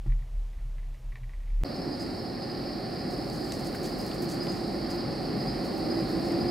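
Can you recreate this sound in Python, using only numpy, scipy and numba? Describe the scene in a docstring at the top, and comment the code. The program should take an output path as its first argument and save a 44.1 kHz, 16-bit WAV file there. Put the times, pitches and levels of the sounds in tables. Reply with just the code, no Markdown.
"""Woodland in two scenes. First, inside a closed housing on a swaying pole, the pole's bending modes hum
low, knocks ring its stiffer modes, and the plastic creaks by stick-slip over a muffled hiss. At 1.64 s
a hard cut leads to open air in stereo: rumble, a far drone with a wavering tone, hiss and a chorus of
stridulating crickets. Then two near crickets chirp, and dry palm fronds swish and tick as someone
brushes past. Drone and chorus grow slowly louder, the drone faster towards the end."""
import sys
import numpy as np
from scipy import signal
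from scipy.fft import rfft, irfft
from scipy.io import wavfile
from scipy.ndimage import uniform_filter1d
from numba import njit

SR = 44100
rng = np.random.default_rng(int(sys.argv[2]) if len(sys.argv) > 2 else 0)


def digitize_waveform(pressure):
    """Quantize a signal to 16-bit integers and store it at the path in sys.argv[1].

    Rows of a 2-D input are taken as channels; values are limited to [-1, 1].
    """
    field = np.atleast_2d(pressure).T
    bounded = np.clip(field, -1, 1)
    quanta = np.round(bounded * 32767).astype(np.int16)
    wavfile.write(sys.argv[1], SR, quanta)


N = 286650
TIME = np.arange(N) / SR
CUT_S, GAP_S, FADE_S = 1.6365, .007, .006

def undb(db):
    """Amplitude ratio of a level in decibels."""
    return 10 ** (np.asarray(db) / 20)

def at_rms(x, db):
    """Normalisation to an rms level."""
    return x * undb(db) / np.sqrt(np.mean(x ** 2))

def curves(table):
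    """Linear interpolation of each column over time."""
    times, *columns = np.transpose(table)
    return [np.interp(TIME, times, column) for column in columns]

def lookup(table, hz):
    """Interpolation on a logarithmic frequency axis."""
    f, values = np.transpose(table)
    return np.interp(np.log(np.maximum(hz, 1)), np.log(f), values)

def resonate(x, modes):
    """Modal superposition: parallel resonators (f/Hz, bandwidth/Hz, gain/dB) driven by x."""
    return sum(undb(db) * signal.lfilter(*signal.iirpeak(hz, hz / width, fs=SR), x)
               for hz, width, db in modes)

def wander(rate):
    """Random modulation: `rate` values a second, smoothed twice; spread near 1."""
    hold = int(SR / rate)
    steps = np.repeat(rng.standard_normal(N // hold + 1), hold)
    return 1.3 * uniform_filter1d(uniform_filter1d(steps, hold), hold)[:N]

def impulses(events):
    """Impulse train from rows of t/s, level/dB."""
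    out = np.zeros(N)
    for start, db in events:
        out[int(start * SR)] += undb(db)
    return out

def bursts(events, attack_s, decay_s):
    """Convolution gives each impulse an exponential rise and decay."""
    t = np.arange(int(6 * decay_s * SR)) / SR
    envelope = np.exp(-t / decay_s) * (1 - np.exp(-t / attack_s))
    return signal.fftconvolve(impulses(events), envelope)[:N]

# Likeness of left and right: f/Hz, correlation/1
CORRELATION = [(60, 0.92), (130, 0.97), (290, 0.83), (640, 0.61), (1410, .67), (3100, 0.72), (6820, 0.58),
               (9000, 0.98), (10000, 1), (15000, 1.0)]
# Left minus right: f/Hz, level/dB
BALANCE = [(60, -1), (110, 1), (200, 1), (380, -3), (700, -3.5), (1290, -3.0), (2380, -1.5), (4400, 0),
           (8120, 0), (15000, 0.5)]
def noise_field(spectrum, flicker_db, rate, wide=1):
    """Partially coherent stereo noise of rms 1; each octave flickers independently."""
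    hz = np.fft.rfftfreq(N, 1 / SR)
    common, own = rfft(rng.standard_normal((2, N)))
    correlation = np.clip(1 - wide * (1 - lookup(CORRELATION, hz)), 0, 1)
    lean = undb(wide * lookup(BALANCE, hz) / 2)
    side = np.sqrt((1 - correlation) / (1 + correlation)) * own
    stereo = undb(lookup(spectrum, hz)) * np.array([(common + side) * lean, (common - side) / lean])
    stereo *= (hz > spectrum[0][0]) & (hz < spectrum[-1][0])
    octave = np.log2(np.maximum(hz, 1) / 30)
    bands = (irfft(stereo * np.clip(1 - abs(octave - k), 0, 1), N) for k in range(-1, 11))
    return at_rms(sum(band * undb(flicker_db * wander(rate)) for band in bands), 0)

# Low bending mode of the pole: t/s, f/Hz, level/dB
SWAY = [(0.0, 35.7, -33), (0.054, 36, -38), (0.098, 35.6, -20), (0.18, 36.4, -26.5), (0.272, 37.1, -41),
        (0.38, 36.3, -26.5), (0.548, 37.1, -39.5), (0.576, 37.0, -32), (0.594, 36.9, -44),
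        (0.622, 36.3, -30.5), (0.676, 34.4, -33), (0.93, 34.25, -34), (0.998, 34.4, -51),
        (1.056, 34.4, -34), (1.106, 34.4, -31.5), (1.166, 34.3, -46), (1.248, 34.3, -34),
        (1.334, 35.5, -40), (1.38, 35.5, -31.5), (1.438, 35.4, -36.5), (1.548, 35.8, -24.5),
        (1.63, 35.7, -24.5)]
# Jolts that excite the upper mode: t/s, level/dB
JOLTS = [(0.062, -23.5), (0.21, -40), (0.325, -42), (0.575, -46), (0.64, -40), (0.76, -44), (0.86, -40.5),
         (0.985, -42), (1.04, -42), (1.125, -39), (1.21, -34), (1.44, -45), (1.61, -31)]
def pole_hum(upper_hz=127):
    """Flexural vibration in two narrow modes, both at a trough just before the cut."""
    low_hz, low_db = curves(SWAY)
    low = low_hz, np.sqrt(2) * undb(low_db)
    upper = upper_hz * (1 + .0202 * wander(7.3)), bursts(JOLTS, attack_s=.012, decay_s=.043)
    out = 0
    for hz, amplitude in (low, upper):
        phase = 2 * np.pi * np.cumsum(hz) / SR
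        out -= amplitude * np.cos(phase - phase[int((CUT_S - .001) * SR)])
    return out

# Blows on the pole: t/s, relative level/dB
KNOCKS = [(0.062, -29), (1.037, -50), (1.611, -34)]
# Its stiffer modes: f/Hz, bandwidth/Hz, gain/dB
KNOCK_MODES = [(73, 14, -3), (183, 19, 3), (322, 28, -0.5), (700, 460, -15)]
def pole_knocks():
    """Impact excitation: a short force pulse with a noisy tail rings the stiffer modes."""
    pulse = bursts(KNOCKS, attack_s=.00038, decay_s=.0024)
    tail = .18 * bursts(KNOCKS, attack_s=.002, decay_s=.03) * rng.standard_normal(N)
    return undb(14.5) * resonate(pulse + tail, KNOCK_MODES)

# Noise in the closed housing: f/Hz, relative spectral level/dB
MUFFLED_SPECTRUM = [(35, -28), (60, -7), (91, -23), (136, -16.5), (188, -32.5), (742, -37), (1530, -45),
                    (2170, -43.5), (14300, -58.5), (15700, -68)]
def muffled_hiss():
    """Mono broadband noise, weighted towards the bass."""
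    return undb(-51) * noise_field(MUFFLED_SPECTRUM, flicker_db=.49, rate=11.8, wide=0)[0]

# Creak onsets: t/s, relative level/dB
CREAKS = [(0.0633, -53), (0.099, -49), (0.121, -42.5), (0.1905, -54), (0.2229, -51), (0.5317, -52),
          (0.587, -51), (0.783, -47), (0.8305, -51), (0.946, -52), (1.121, -45.5), (1.1566, -36.5),
          (1.2336, -46.5), (1.294, -46), (1.3357, -45.5), (1.4042, -51), (1.4326, -55), (1.475, -54),
          (1.502, -51), (1.5434, -57), (1.6122, -57)]
# Modes of the plastic: f/Hz, bandwidth/Hz, gain/dB
HOUSING_MODES = [(1110, 150, -2.5), (1830, 200, -2), (1960, 200, -0.5), (2220, 170, -6), (3540, 790, -14)]
def housing_creaks():
    """Stick-slip friction: a tap and uneven slips ring the plastic; the shut case dulls the sound."""
    slips = rng.standard_normal(N) * undb(3.25 * rng.exponential(size=N) - 8.5)
    slips *= bursts(CREAKS, attack_s=.0004, decay_s=.012)
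    plastic = resonate(undb(19.5) * impulses(CREAKS) + slips, HOUSING_MODES)
    return undb(6.5) * resonate(plastic, [(1100, 580, -1.5), (2020, 830, -.5)])

# Tone within the drone: t/s, f/Hz, level/dB
DRONE_TONE = [(1.66, 342, -45.5), (3.1, 344.2, -44), (3.6, 341.7, -47.5), (4.1, 342, -38), (4.7, 338, -40),
              (4.76, 343, -31.5), (5.03, 345, -35), (5.1, 341.8, -41), (5.72, 322, -44), (5.78, 322, -28.5),
              (5.9, 340, -34.5), (6.0, 326, -34.5), (6.22, 338, -30.5), (6.5, 342, -31)]
def wavering_tone():
    """Random amplitude and frequency modulation of a sinusoid, a little to the right."""
    hz, db = curves(DRONE_TONE)
    amplitude = undb(db + 2.8 * wander(35))
    phase = 2 * np.pi * np.cumsum(hz + 4.99 * wander(25)) / SR
    return amplitude * np.sin(phase + np.array([[-.2], [.2]])) * undb([[-1.2], [1.2]])

# Deep bass and far drone, each: f/Hz, relative spectral level/dB
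RUMBLE_SPECTRUM = [(15, -35), (25, -17), (43, 1.5), (75, -7), (110, -21)]
DRONE_SPECTRUM = [(50, -59), (85, -11.5), (124, -4.5), (296, -1.5), (332, -4), (372, -4.5), (486, -13),
                  (544, -8), (642, -15), (741, -10), (814, -14), (902, -22.5), (1000, -28), (1300, -55),
                  (2200, -120)]
def rumble_and_drone(swell_from_s=4.93):
    """Low-frequency noise: a steady rumble under a drone that grows, faster near the end."""
    rumble = undb(-48.5) * noise_field(RUMBLE_SPECTRUM, flicker_db=.86, rate=6.2)
    drone_db = -34.5 + .7 * (TIME - CUT_S) + np.maximum(TIME - swell_from_s, 0)
    return rumble + undb(drone_db) * noise_field(DRONE_SPECTRUM, flicker_db=.71, rate=15)

# Middle and treble bands of the air, each: f/Hz, relative spectral level/dB
MIDDLE_SPECTRUM = [(850, -45), (1000, 2), (1420, -0.5), (1570, -5), (1790, 0), (2500, -8), (3500, -13),
                   (5800, -22)]
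TREBLE_SPECTRUM = [(5800, -0.5), (6500, -1.5), (7200, -1), (8200, 1), (9300, 2.5), (10500, -3),
                   (12500, -3.5), (15000, -4.5), (15800, -13)]
# Course of the treble band: t/s, level/dB
TREBLE_LEVEL = [(1.66, -62.5), (2.7, -62.5), (3.1, -61), (3.68, -57.5), (4.4, -58.5), (5.1, -61),
                (5.88, -58.5), (6.5, -58.5)]
def air_hiss():
    """Band-limited noise: the middle band rises steadily while the treble swells and ebbs."""
    middle = noise_field(MIDDLE_SPECTRUM, flicker_db=.66, rate=11)
    treble = noise_field(TREBLE_SPECTRUM, flicker_db=.7, rate=15)
    return undb(-50 + .95 * (TIME - CUT_S)) * middle + undb(curves(TREBLE_LEVEL)[0]) * treble

@njit
def add_tone_bursts(out, start, omega, length, left, right, lag, octave):
    """Rotating phasors make round-topped tone bursts with an octave; time is in samples."""
    for k in range(len(start)):
        n, first = int(length[k]), int(start[k])
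        carrier = window = 1 + 0j
        carrier_step, window_step = np.exp(1j * omega[k]), np.exp(1j * np.pi / n)
        right_shift = np.exp(-1j * lag[k])
        for i in range(min(n, out.shape[1] - first)):
            carrier *= carrier_step
            window *= window_step
            tone = (carrier + octave * carrier * carrier) * max(window.imag, 0.) ** .7
            out[0, first + i] += left[k] * tone.imag
            out[1, first + i] += right[k] * (tone * right_shift).imag

def wing_strokes(starts, hz, length_s, db, pan_db, lag, octave_db):
    """Stridulation: one tone burst a stroke, placed by level difference and right phase lag (rad)."""
    out, each = np.zeros((2, N)), np.ones(len(starts))
    left, right = undb(db + pan_db / 2), undb(db - pan_db / 2)
    add_tone_bursts(out, starts * SR, hz * 2 * np.pi / SR, each * length_s * SR,
                    left, right, each * lag, float(undb(octave_db)))
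    return out

# Far singers by pitch: f/Hz, relative level/dB
CHORUS_SPECTRUM = [(3700, -18), (4000, -9.5), (4300, -3.5), (4650, -0.5), (4900, -2), (5200, -4.5),
                   (5350, -7.5), (5500, -20), (5800, -19.5)]
def cricket_chorus(singers=160, strokes=400):
    """Incoherent summation of far trills, each with its own pitch, stroke rate and side."""
    pace, offset, place, _ = rng.random((singers, 4)).T[..., None]
    detune, jitter, accent = rng.standard_normal((singers, strokes, 3)).transpose(2, 0, 1)
    hz = np.linspace(CHORUS_SPECTRUM[0][0], CHORUS_SPECTRUM[-1][0], singers)[:, None]
    hz = hz * (1 + .0035 * detune)
    period = .014 + .014 * pace
    starts = CUT_S - period * offset + np.cumsum(period * (1 + .08 * jitter), axis=1)
    db = lookup(CHORUS_SPECTRUM, hz) + .91 * accent
    side = np.repeat(2 * place - 1, strokes)
    trills = wing_strokes(starts.ravel(), hz.ravel(), .0137, db.ravel(),
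                          pan_db=-1.6 + 2.5 * side, lag=.63 * side, octave_db=-31)
    return undb(-47.5 + .58 * (TIME - CUT_S)) * at_rms(trills, 0)

# Brushed fronds: t/s, rms level/dB, duration/s, centre f/Hz
SWISHES = [(1.75, -68, .08, 5900), (1.996, -58.5, .105, 7000), (3.1, -60.5, .09, 9000),
           (3.318, -60, 0.14, 7000), (3.44, -60.5, 0.12, 7000), (3.519, -54.5, 0.076, 6960),
           (3.588, -57.5, 0.049, 8500), (3.648, -54, .07, 7950), (3.743, -57, .06, 11000),
           (3.82, -57, 0.16, 10000), (3.824, -53, 0.1, 4200), (3.984, -58, 0.12, 9000),
           (4.056, -57, .06, 9000), (4.138, -59, 0.046, 8000), (4.213, -53.5, 0.07, 12500),
           (4.279, -52, .13, 6940), (4.421, -61, 0.12, 9000), (4.476, -59, 0.2, 6460),
           (4.894, -55.5, .075, 6900), (4.94, -62, .06, 12000), (5.103, -66, .075, 7500),
           (5.638, -59, .08, 9000), (5.77, -62, .065, 11000), (6.078, -62, 0.099, 11000),
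           (6.232, -61, 0.13, 8000)]
def frond_swishes(relative_width=.7):
    """Crackling noise: a swarm of tiny cracks swells fast and dies away."""
    out = np.zeros((2, N + SR))
    for start, db, length_s, hz in SWISHES:
        first, n = int(start * SR), int(length_s * SR)
        cracks = rng.standard_normal((2, n)) * undb(2 * rng.exponential(size=n))
        clumps = undb(3.5 * np.repeat(rng.standard_normal(n // 100 + 1), 100)[:n])
        common, side = cracks * clumps
        envelope = np.sin(np.pi * np.linspace(0, 1, n) ** .45) ** 2
        swarm = (common + .12 * side * np.array([[1], [-1]])) * envelope
        swish = resonate(swarm, [(hz, relative_width * hz, 0), (6300, 3000, 0)])
        out[:, first:first + n] += at_rms(swish, db)
    return out[:, :N]

# Double chirps of the nearest cricket and of a higher one further off:
# t/s, first note level/dB, second note level/dB
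NEAR_CHIRPS = [(1.916, -41.5, -40), (2.416, -39.5, -41), (2.911, -47, -43.5), (3.406, -44, -45),
               (3.903, -42.5, -42), (4.4, -34.5, -36), (4.895, -40.5, -42), (5.393, -39.5, -36.5),
               (5.898, -35.5, -38.5), (6.398, -36.5, -36.5)]
FURTHER_CHIRPS = [(1.751, -44, -44), (2.18, -46, -46), (2.653, -45, -48), (3.129, -47, -46),
                  (3.59, -50, -50), (5.8386, -44, -56), (6.2694, -45, -50)]
def cricket(chirps, hz, gap_s, note_s, pan_db, echo_loss_db, echoes=4):
    """Stridulation with early reflections: trunks and fronds return ever fainter copies of each note."""
    onsets, first_db, second_db = np.transpose(chirps)
    starts, db = np.r_[onsets, onsets + gap_s], np.r_[first_db, second_db]
    scatter, phase = rng.random((len(starts), echoes + 1, 2)).T
    pitch = hz * (1 + .0013 * (scatter[0] - .5))
    out = wing_strokes(starts, pitch, note_s, db, pan_db, lag=.075, octave_db=-28)
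    for k in range(1, echoes + 1):
        arrivals = starts + .012 * (k + scatter[k])
        echo_hz = pitch * (1 + .0054 * (scatter[k] - .5))
        out += wing_strokes(arrivals, echo_hz, note_s, db - echo_loss_db - 2.5 * k, pan_db,
                            lag=2.4 * (phase[k] - .5), octave_db=-40)
    return out

# Single cracks of dry fronds: t/s, peak level/dB, centre f/Hz, bandwidth/Hz
TICKS = [(1.999, -39, 6500, 3000), (3.18, -42, 11000, 9000), (3.30, -39, 7000, 5000),
         (3.5213, -25.5, 4500, 4000), (3.5895, -45, 9000, 9000), (3.6464, -35, 6000, 8000),
         (3.746, -33, 1620, 750), (3.752, -41, 12000, 8000), (3.9871, -38, 13500, 7000),
         (4.0, -42, 14000, 4000), (4.065, -35, 13500, 9000), (4.115, -36, 3200, 1200),
         (4.1448, -38, 14000, 6000), (4.2216, -38, 13500, 4000), (4.343, -43, 12500, 4000),
         (4.468, -36, 3000, 1500), (4.8981, -45, 8000, 6000), (4.94, -45, 9000, 9000),
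         (5.6494, -46, 9000, 9000), (6.3215, -34, 10000, 11000)]
def frond_ticks(samples=400):
    """Damped transients: the wider a crack's band, the faster it decays."""
    out = np.zeros(N)
    for start, db, hz, width in TICKS:
        crack = .34 * rng.standard_normal(samples) * np.exp(-np.arange(samples) * width / SR / 6.8)
        crack[0] = 1
        for bandwidth in (width, 2 * width):
            crack = resonate(crack, [(hz, bandwidth, 0)])
        first = int(start * SR)
        out[first:first + samples] += undb(db) * crack / abs(crack).max()
    return out

def scene():
    """Superposition of sources: the closed housing, a hard cut, a short gap, then open air."""
    closed = pole_hum() + pole_knocks() + housing_creaks() + muffled_hiss()
    woodland = wavering_tone() + rumble_and_drone() + air_hiss() + cricket_chorus()
    woodland += cricket(NEAR_CHIRPS, hz=4958, gap_s=.077, note_s=.04, pan_db=-.6, echo_loss_db=8)
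    woodland += cricket(FURTHER_CHIRPS, hz=5190, gap_s=.058, note_s=.03, pan_db=-1.5, echo_loss_db=3)
    woodland += frond_ticks() + frond_swishes()
    fade_in = np.clip((TIME - CUT_S - GAP_S) / FADE_S, 0, 1)
    return (TIME < CUT_S) * closed + fade_in * woodland

def record(dry, cutoff_hz=15750):
    """Band limiting: a steep elliptic low-pass removes the highest treble."""
    return signal.sosfilt(signal.ellip(10, .2, 70, cutoff_hz, fs=SR, output="sos"), dry)

dry = scene()
out = record(dry)
digitize_waveform(out)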